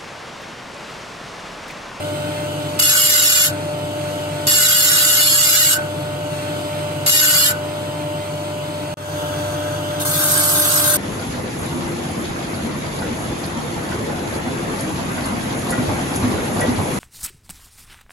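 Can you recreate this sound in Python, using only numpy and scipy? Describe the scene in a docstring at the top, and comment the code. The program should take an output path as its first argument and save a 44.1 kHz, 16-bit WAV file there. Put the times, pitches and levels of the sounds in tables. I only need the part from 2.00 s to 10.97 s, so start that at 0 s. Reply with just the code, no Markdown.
"""A stone on a holding stick is ground against a motor-driven wheel in a splash hood, heard close by.
First the motor hums and shakes its frame. At 0.8, 2.5 and 5.1 s the stone is pressed on firmly: grit
chips it with a hiss, stone and wheel ring, and a limiter turns the hum down under each press.
Near 7 s the sound breaks off, then fades back in with a second, smoother wheel and a swell of rumble.
At 8 s the stone is eased onto this wheel and grinds with a rough drone for about a second."""
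import sys
import numpy as np
from scipy import signal
from scipy.fft import rfft, irfft, next_fast_len
from scipy.io import wavfile
from scipy.ndimage import uniform_filter1d

SR = 44100
rng = np.random.default_rng(int(sys.argv[2]) if len(sys.argv) > 2 else 0)


def bounce(signal):
    """Save signal as a 16-bit WAV file at the path given by the first command-line argument."""
    frames = np.transpose(np.atleast_2d(signal))
    limited = np.clip(frames, -1, 1)
    pcm = np.round(limited * 32767).astype(np.int16)
    wavfile.write(sys.argv[1], SR, pcm)


N = 395577
TIME = np.arange(N) / SR
TURN_HZ = 49.73   # turns of the shaft per second
BREAK_S, RESUME_S = 6.941, 6.971   # the short gap for the change of wheel


# firm presses: touch t/s, held for t/s, relative level/dB, hand there early by t/s, starts softer by/dB
PRESSES = [(.790, 0.653, -9, .9, 5.5), (2.469, 1.2485, -9.5, 0.57, 7), (5.062, 0.405, -10.5, 0.85, 3.5)]
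# hiss of stone chipping on the first wheel: f/Hz, relative level/dB
FIRST_HISS = [(600, -27), (1000, -11), (1250, -8.5), (2050, -6), (2600, -11.5), (3350, -5), (3900, -1.5),
              (4600, -2), (5500, -3.5), (6200, -7.5), (6600, -1), (8000, -2), (8800, -2), (9350, -13),
              (9900, -3), (10800, -7), (11800, -4.5), (12400, -4.5), (14500, -19), (15600, -8)]
# notes the first wheel rings at: f/Hz, width/Hz, relative level/dB
FIRST_NOTES = [(1160, 57, -6), (1305, 98, -4), (2820, 38, 3), (2890, 38, 10), (3390, 60, -0.5),
               (4470, 61, 2), (4670, 74, 1), (5350, 67, 3.5), (6630, 93, 3), (7050, 36, 7), (7280, 160, 6),
               (7580, 130, 7), (10900, 65, -12), (11270, 68, 9), (11310, 50, 9), (11560, 41, 10.5),
               (11616, 62, 9.5), (15020, 43, 2.5), (15000, 70, -10), (15410, 80, -1)]

def first_wheel_grinding(angle):
    """Three firm presses make the stone hiss and screech and the first wheel ring."""
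    press = pressure(PRESSES, settle_s=0.078, lift_s=0.036)
    return grind(angle, press, FIRST_HISS, FIRST_NOTES, buzz=0.11, screech_share=0.64,
                 wobble_db=-0.4, ripple_db=0.8, chatter_db=1.0, wander=0.0014, uneven_db=1.5)


# hiss of stone chipping on the second wheel: f/Hz, relative level/dB
SECOND_HISS = [(350, -35), (700, -5.5), (950, -3.5), (1300, 4), (1580, 1), (1800, -11), (2450, -10),
               (3000, -8), (3500, -1.5), (5200, -3.5), (6800, 1), (7150, -9), (8000, 5), (8900, 5.5),
               (10500, -3.5), (11200, 6), (12100, 6), (12900, 0), (14400, -1), (16000, -6)]
# notes the second wheel rings at: f/Hz, width/Hz, relative level/dB
SECOND_NOTES = [(1070, 45, 5), (1340, 29, -1), (1550, 52, 4), (3510, 62, -1), (4700, 90, -2),
                (6770, 160, 2), (8140, 111, 1), (8440, 110, 4), (8920, 120, 3), (9860, 110, 5),
                (11100, 90, 1), (11800, 150, 8)]

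def second_wheel_grinding(angle, press):
    """On the smoother wheel the stone buzzes more and screeches less."""
    return grind(angle, press, SECOND_HISS, SECOND_NOTES, buzz=1.23, screech_share=0.41,
                 wobble_db=-1.1, ripple_db=-0.8, chatter_db=0.5, wander=0.0015, uneven_db=2.5)


# gentle touches: touch t/s, held for t/s, relative level/dB, starts softer by/dB
GENTLE_TOUCHES = [(7.998, 0.017, -15.5, 11.5), (8.05, 0.902, -18, 6)]

def gentle_pressure():
    """The stone brushes the second wheel, then leans in slowly and skips off."""
    return pressure(GENTLE_TOUCHES, settle_s=0.14, lift_s=0.023)


def pressure(touches, settle_s, lift_s):
    """How hard the stone pushes: each touch bites below full strength, settles, holds and lifts off."""
    total = 1e-6
    for touch, held, db, *_, softer_db in touches:
        since = np.maximum(TIME - touch, 0)
        strength = from_db(db - softer_db * np.exp(-since / settle_s))
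        release = np.exp(-(np.maximum(since - held, 0) / lift_s) ** 2)
        total = total + (since > 0) * strength * release
    return total


def grind(angle, press, hiss, notes, buzz, screech_share, wobble_db, ripple_db, chatter_db,
          wander, uneven_db):
    """Tiny blows of grit hiss, make the stone screech and set the wheel ringing."""
    blows = grit_blows(angle, buzz)
    # the rim wobbles once a turn and is worn into six ripples
    rim_db = wobble_db * np.sin(angle) + ripple_db * np.sin(6 * angle)
    force = press * from_db(rim_db + chatter_db * drift(110))
    touching = press > 1e-4
    ringing = wheel_ringing(blows, touching, notes, wander, uneven_db)
    scrape = np.sqrt(1 - screech_share) * blows + np.sqrt(screech_share) * stone_screech(touching)
    rasp = hood_echoes(colour(scrape, hiss), strength=1.6, fade_ms=4.5, wander_rate=12)
    sound = force * (rasp + ringing)
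    return sound * rms(force * blows) / rms(sound)


def grit_blows(angle, buzz, grains=887):
    """Fresh chipping is random, while the same grains coming round on every turn give a buzz."""
    chipping = stereo_noise()
    grain_at_stone = (angle / (2 * np.pi) * grains).astype(int) % grains
    repeating = rng.standard_normal(grains)[grain_at_stone]
    grit = (chipping + buzz * repeating) / np.sqrt(1 + buzz ** 2)
    blow_db = 3 * rng.standard_normal(N // 16 + 1).repeat(16)[:N]   # a new strength every 16 samples
    return grit * from_db(blow_db)


def stone_screech(touching, life_s=0.07, width_hz=18, range_db=6):
    """The rolling stone rings in short notes, each with a new pitch, strength and left-right place."""
    band_starts_hz, band_hz = np.linspace(1500, 15200, 36, retstep=True)
    times, rings = TIME[touching], 0
    for low_hz in band_starts_hz:
        age = times / life_s + rng.random()   # each whole number starts a new note
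        pitch, size, place = rng.random((3, 512))[:, age.astype(int) % 512]
        jitter = np.sqrt(2 * np.pi * width_hz / SR) * rng.standard_normal(len(times))
        phase = np.cumsum(2 * np.pi * (low_hz + band_hz * pitch) / SR + jitter) % (2 * np.pi)
        pair = np.sin(np.array([phase, phase + 2 * np.pi * place], np.float32))
        rings = rings + from_db(range_db * size) * np.sin(np.pi * age) * pair
    out = np.zeros((2, N))
    out[:, touching] = rings / rms(rings)
    return out


def wheel_ringing(blows, touching, notes, wander, uneven_db):
    """Rubbing keeps the wheel singing; the moving contact shifts each note's pitch, level and place."""
    times, feed, total = TIME[touching], blows[0, touching], 0
    for hz, width, db in notes:
        pitch_hz = hz * (1 + wander * drift(14, times))
        phase = (2 * np.pi * (np.cumsum(pitch_hz) / SR % 1)).astype(np.float32)
        wave = np.array([np.cos(phase), np.sin(phase)])
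        # smoothing twice keeps only the part of the blows that is close to this pitch
        keep = np.exp(-np.pi * width / np.sqrt(np.sqrt(2) - 1) / SR)
        swing = signal.lfilter([(1 - keep) ** 2], [1, -2 * keep, keep * keep], feed * wave)
        swing = hold_steady(swing, power=(swing ** 2).sum(axis=0))
        right_phase = phase + (2.1 * drift(22, times)).astype(np.float32)
        left = (swing * wave).sum(axis=0)
        right = swing[0] * np.cos(right_phase) + swing[1] * np.sin(right_phase)
        gain = np.sqrt(2 * np.pi * width / SR) * from_db(db + uneven_db * drift(18, times))
        total = total + gain * np.array([left, right])
    bass_cut = signal.butter(2, 600, "high", fs=SR, output="sos")
    out = np.zeros((2, N))
    out[:, touching] = signal.sosfilt(bass_cut, total)
    return out


# notes of the first wheel as it bends: f/Hz, width/Hz, relative level/dB
BENDING_NOTES = [(1471, 4, 22.5), (1516, 5.1, 17.5), (1320, 68, -15)]
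# how they swell and ebb, one list for each press: t/s, relative level/dB
BENDING_SWELLS = [
    [(0.79, -47), (0.97, -25), (1.028, -40), (1.126, -37), (1.172, -24.5), (1.272, -44), (1.29, -33),
     (1.452, -32.5), (1.62, -63.5)],
    [(2.47, -57), (2.586, -31), (2.732, -29), (2.808, -39), (2.906, -29), (3.196, -34), (3.276, -42),
     (3.766, -28), (3.92, -64)],
    [(5.06, -58), (5.198, -39), (5.222, -27), (5.458, -36), (5.502, -29), (5.57, -45), (5.598, -53),
     (5.646, -54), (5.66, -57)],
]

def wheel_bending(on_second):
    """The first wheel sings softly when free; under the stone, rubbing steadies it and it swells."""
    idle = from_db(-47.5 + 4.5 * hand_near()) * ~on_second
    rubbed = 0
    for swell in BENDING_SWELLS:
        swell_db = np.interp(TIME, *np.transpose(swell), left=-np.inf, right=-np.inf)
        rubbed = rubbed + from_db(9.5 + swell_db)
    ring = resonate(stereo_noise(), BENDING_NOTES)
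    steady = hold_steady(ring, power=np.mean(ring ** 2, axis=0))
    return idle * ring / rms(ring) + rubbed * steady


# tones of the second wheel under the stone: multiple of the turning rate, relative level/dB
DRONE_TONES = [(21, -4), (22, -4), (24, 2), (25, 1), (27, -4), (30, 6), (31, 2), (32, 6)]

def wheel_drone(angle, press):
    """The second wheel drones roughly, louder the harder the stone pushes."""
    return from_db(-24) * press * shaft_tones(angle, DRONE_TONES, waver_db=2, waver_rate=20)


# tones of the motor: multiple of the turning rate, relative level/dB
HUM_TONES = [(2, -7), (3, -9.5), (4, -34), (6, -10.5), (8, -17.5), (10, -19.5), (12, 0.5), (14, -18.5),
             (16, -24), (18, -10.5)]

def motor_hum(angle, left_lag_ms=0.041):
    """The motor hums in step with its shaft; it stands to one side, so the left hears it later."""
    lag_angle = 2 * np.pi * TURN_HZ * left_lag_ms / 1000
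    angles = np.array([angle - lag_angle, angle])
    return from_db(-28.5) * shaft_tones(angles, HUM_TONES, waver_db=0.9, waver_rate=13)


def motor_sag(on_second, drop_db=1):
    """A gain that makes the motor a little softer from the last firm press until the wheel change."""
    touch, held, *_ = PRESSES[-1]
    return from_db(-drop_db * ramp(touch + held, length_s=0.88) * ~on_second)


# low notes of the frame: f/Hz, width/Hz, relative level/dB
FRAME_NOTES = [(103, 11, -28), (139, 15, 5), (158.3, 13.4, 5), (298.4, 28.4, 5)]

def frame_rumble():
    """The motor shakes its frame, which rumbles at a few low notes."""
    shaking = resonate(stereo_noise(), FRAME_NOTES)
    return at_level(colour(shaking, [(50, -20), (90, -0.5), (330, -2.5), (700, -21)]), db=-31.5)


# noise of air and bearings: f/Hz, relative level/dB
AIR_NOISE = [(30, -10), (65, -7), (110, -23), (230, 4.5), (350, 4.5), (500, 2), (720, 6), (950, -2.5),
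             (1400, 0.5), (1800, -16), (2600, -13), (6000, -63)]

def air_rush():
    """Stirred air and turning bearings make a steady rush."""
    return at_level(colour(stereo_noise(), AIR_NOISE), db=-33)


# swish of each wheel's rim: f/Hz, relative level/dB
FIRST_SWISH = [(900, -20), (1300, 1), (1750, -2.5), (2400, -0.5), (2950, 3.5), (3800, -3.5), (4450, -3.5),
               (5200, -10), (7700, -8), (8600, -2), (9700, -13.5), (11200, -14), (11700, -2.5),
               (12400, -15.5), (16000, -18)]
SECOND_SWISH = [(900, -17), (1200, 6), (1550, 9.5), (1750, -1), (2450, -4.5), (2700, 0.5), (3450, 4),
                (3900, -5.5), (4700, -4), (5050, -9), (6800, -3.5), (7200, -16), (8200, -1.5), (9100, -6),
                (9700, -13), (11100, -10), (11700, -4), (12600, -9), (16000, -20)]

def rim_swish(angle, on_second, left_lag_ms=0.24):
    """Each rim swishes and throbs a little on every turn; the first is louder with the hand near."""
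    left, right = stereo_noise()
    late_left = np.interp(TIME - left_lag_ms / 1000, TIME, left)   # the rim lies off to one side
    rim = hood_echoes(np.array([late_left, right]), strength=0.7, fade_ms=7, wander_rate=14)
    throb_db = 0.41 * np.sin(angle)
    first = at_level(colour(rim, FIRST_SWISH), db=-35.5 + 2 * hand_near() + throb_db)
    second = at_level(colour(rim, SECOND_SWISH), db=-31 + throb_db)
    return np.where(on_second, second, first)


def whine(angle, step_s=5):
    """A thin whine at twenty times the turning rate steps up in level about halfway through."""
    tone = shaft_tones(angle, [(20, 0)], waver_db=1, waver_rate=23)
    return at_level(tone, db=np.where(TIME < step_s, -51, -43.5))


# the hollow note heard with the second wheel: f/Hz, width/Hz, relative level/dB
HOWL_NOTE = [(707, 28, 0)]

def howl(on_second):
    """A soft, hollow howl comes with the second wheel."""
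    return on_second * at_level(resonate(rng.standard_normal(N), HOWL_NOTE), db=-45)


# deep rumble of the stand: f/Hz, relative level/dB
STAND_RUMBLE = [(20, -29), (52, -30), (76, 1), (92, -1), (125, -3), (300, -36)]

def stand_rumble(swell_at_s=7.3, swell_width_s=0.31):
    """The stand rumbles faintly and swells once after the change of wheel."""
    deep = colour(rng.standard_normal(N), STAND_RUMBLE)
    swell = np.exp(-((TIME - swell_at_s) / swell_width_s) ** 2)
    return at_level(deep, db=-54) + swell * at_level(deep, db=-37)


def hood_echoes(x, strength, fade_ms, wander_rate):
    """Echoes off the close hood boost some pitches and weaken others, shifting as the hand moves."""
    ms = np.arange(2048) * 1000 / SR
    weights = np.array([drift(wander_rate) for _ in range(3)])
    out = x
    for weight in weights / np.linalg.norm(weights, axis=0):
        walls = rfft(rng.standard_normal((2, len(ms))) * np.exp(-ms / fade_ms))
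        walls /= np.sqrt(uniform_filter1d(np.abs(walls) ** 2, size=17))   # keep only fine ripples
        echoes = irfft(walls)[:, :len(ms) // 2]
        out = out + strength * weight * signal.oaconvolve(x, echoes, axes=1)[:, :N]
    return out * rms(x) / rms(out)


# how alike left and right are: f/Hz, likeness from 0 to 1
LIKENESS = [(25, .85), (80, 1), (150, 1), (350, 0.79), (900, 0), (1800, 0.93), (8000, 0.37)]

def stereo_noise():
    """White noise for two ears: alike in the bass, scattered by the hood in the treble."""
    shared, apart = rng.standard_normal((2, N))
    mid = shape(shared, lambda hz: np.sqrt(1 + at_hz(LIKENESS, hz)))
    side = shape(apart, lambda hz: np.sqrt(1 - at_hz(LIKENESS, hz)))
    return np.array([mid + side, mid - side]) / np.sqrt(2)


def hand_near(move_s=0.13):
    """Goes from 0 to 1 as the hand comes up for a firm press, and back as it lifts."""
    return sum(ramp(touch - early, move_s) - ramp(touch + held, move_s)
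               for touch, held, _, early, _ in PRESSES)


def shaft_tones(angle, tones, waver_db, waver_rate):
    """Tones locked to the turning shaft, each wavering in level on its own."""
    total = 0
    for multiple, db in tones:
        gain = np.sqrt(2) * from_db(db + waver_db * drift(waver_rate))
        total = total + gain * np.sin(multiple * angle + rng.uniform(0, 2 * np.pi))
    return total


def hold_steady(x, power, window_s=0.031):
    """Even out a ringing note's level, as steady rubbing does."""
    return x / np.sqrt(uniform_filter1d(power, int(window_s * SR)) + 1e-12)


def resonate(x, notes):
    """Let a sound ring at each note of (f/Hz, width/Hz, level/dB)."""
    out = 0
    for hz, width, db in notes:
        keep = np.exp(-np.pi * width / SR)
        feedback = [1, -2 * keep * np.cos(2 * np.pi * hz / SR), keep * keep]
        gain = (1 - keep * keep) / 2
        out = out + from_db(db) * signal.lfilter([gain, 0, -gain], feedback, x)
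    return out


def colour(x, spectrum):
    """Make pitches louder or softer by a table of (f/Hz, level/dB)."""
    return shape(x, lambda hz: from_db(at_hz(spectrum, hz)))


def shape(x, gain_at):
    """Multiply each frequency in a sound by gain_at(hz)."""
    size = next_fast_len(N + SR // 20)
    hz = np.maximum(np.arange(size // 2 + 1) * SR / size, 1)
    return irfft(rfft(x, size) * gain_at(hz), size)[..., :N]


def at_hz(points, hz):
    """Read between rows of (f/Hz, value), giving every octave equal room."""
    frequencies, values = np.transpose(points)
    return np.interp(np.log(hz), np.log(frequencies), values)


def drift(rate, times=TIME):
    """A random wander of typical size 1 that changes course `rate` times a second."""
    points = rng.standard_normal(4000)
    return np.interp(times * rate, np.arange(len(points)), points) * np.sqrt(3 / 2)


def ramp(start_s, length_s):
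    """Rise evenly from 0 to 1."""
    return np.clip((TIME - start_s) / length_s, 0, 1)


def at_level(x, db):
    """Bring a steady sound to an average level."""
    return from_db(db) * x / rms(x)


def rms(x):
    """The average size of a signal (root mean square)."""
    return np.sqrt(np.mean(x ** 2) + 1e-20)


def from_db(db):
    """Turn decibels into a gain to multiply by."""
    return 10 ** (np.asarray(db) / 20)


def scene():
    """The shaft turns almost evenly and sets the pace; the stone grinds over the running machine."""
    angle = 2 * np.pi * np.cumsum(TURN_HZ * (1 + 0.00088 * drift(5))) / SR
    on_second = TIME > BREAK_S   # true once the second wheel is on
    eased = gentle_pressure()
    grinding = from_db(2) * (first_wheel_grinding(angle) + second_wheel_grinding(angle, eased))
    drone = wheel_drone(angle, eased)
    hum, thin_whine = motor_hum(angle), whine(angle)
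    frame, stand = frame_rumble(), stand_rumble()
    motor = motor_sag(on_second) * (hum + frame + air_rush())
    background = thin_whine + stand + howl(on_second) + rim_swish(angle, on_second)
    return grinding + wheel_bending(on_second) + drone + motor + background


# balance of the two microphones: f/Hz, left minus right level/dB
MIC_BALANCE = [(120, -0.9), (330, 4), (600, 0.9), (1300, 2), (3000, -0.5), (5500, -2.5), (7300, -4),
               (8450, -14), (9500, -5), (10700, 5), (11300, 9.5), (12500, 5), (15000, 2)]

def microphones(x, left_lag_ms):
    """The sound reaches the left microphone later, and each one favours different pitches."""
    def left_share(hz):
        return 1 / (1 + from_db(-2 * at_hz(MIC_BALANCE, hz)))
    def delay(hz):
        return np.exp(-2j * np.pi * hz * left_lag_ms / 1000)
    left = shape(x[0], lambda hz: np.sqrt(2 * left_share(hz)) * delay(hz))
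    right = shape(x[1], lambda hz: np.sqrt(2 * (1 - left_share(hz))))
    return np.array([left, right])


def limiter(x, ceiling_db, release_db_per_s, window_s):
    """Anything louder than the ceiling turns the whole sound down; then the level comes back."""
    keep = np.exp(-1 / (window_s * SR))
    power = signal.lfilter([1 - keep], [1, -keep], np.mean(x ** 2, axis=0))
    excess_db = np.maximum(10 * np.log10(power + 1e-12) - ceiling_db, 0)
    recovery_db = release_db_per_s * TIME
    cut_db = np.maximum.accumulate(excess_db + recovery_db) - recovery_db
    return x * from_db(-cut_db)


def break_and_fade(start_gain=0.32):
    """The gain across the change of wheel: a moment of near silence, then an even fade back in."""
    back_in = start_gain + (1 - start_gain) * ramp(RESUME_S, length_s=0.22)
    return np.select([TIME < BREAK_S, TIME < RESUME_S], [1, from_db(-45)], back_in)


def record(dry):
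    """Two microphones, a limiter, rounded peaks, the short break and a steep cut of the top treble."""
    picked_up = microphones(dry, left_lag_ms=0.2)
    limited = limiter(picked_up, ceiling_db=-12.5, release_db_per_s=136, window_s=0.0038)
    rounded = limited / (1 + (limited / 0.85) ** 6) ** (1 / 6)
    treble_cut = signal.ellip(8, 0.05, 50, 15600, fs=SR, output="sos")   # above 15600 Hz
    return signal.sosfiltfilt(treble_cut, rounded * break_and_fade())


dry = scene()
out = record(dry)
bounce(out)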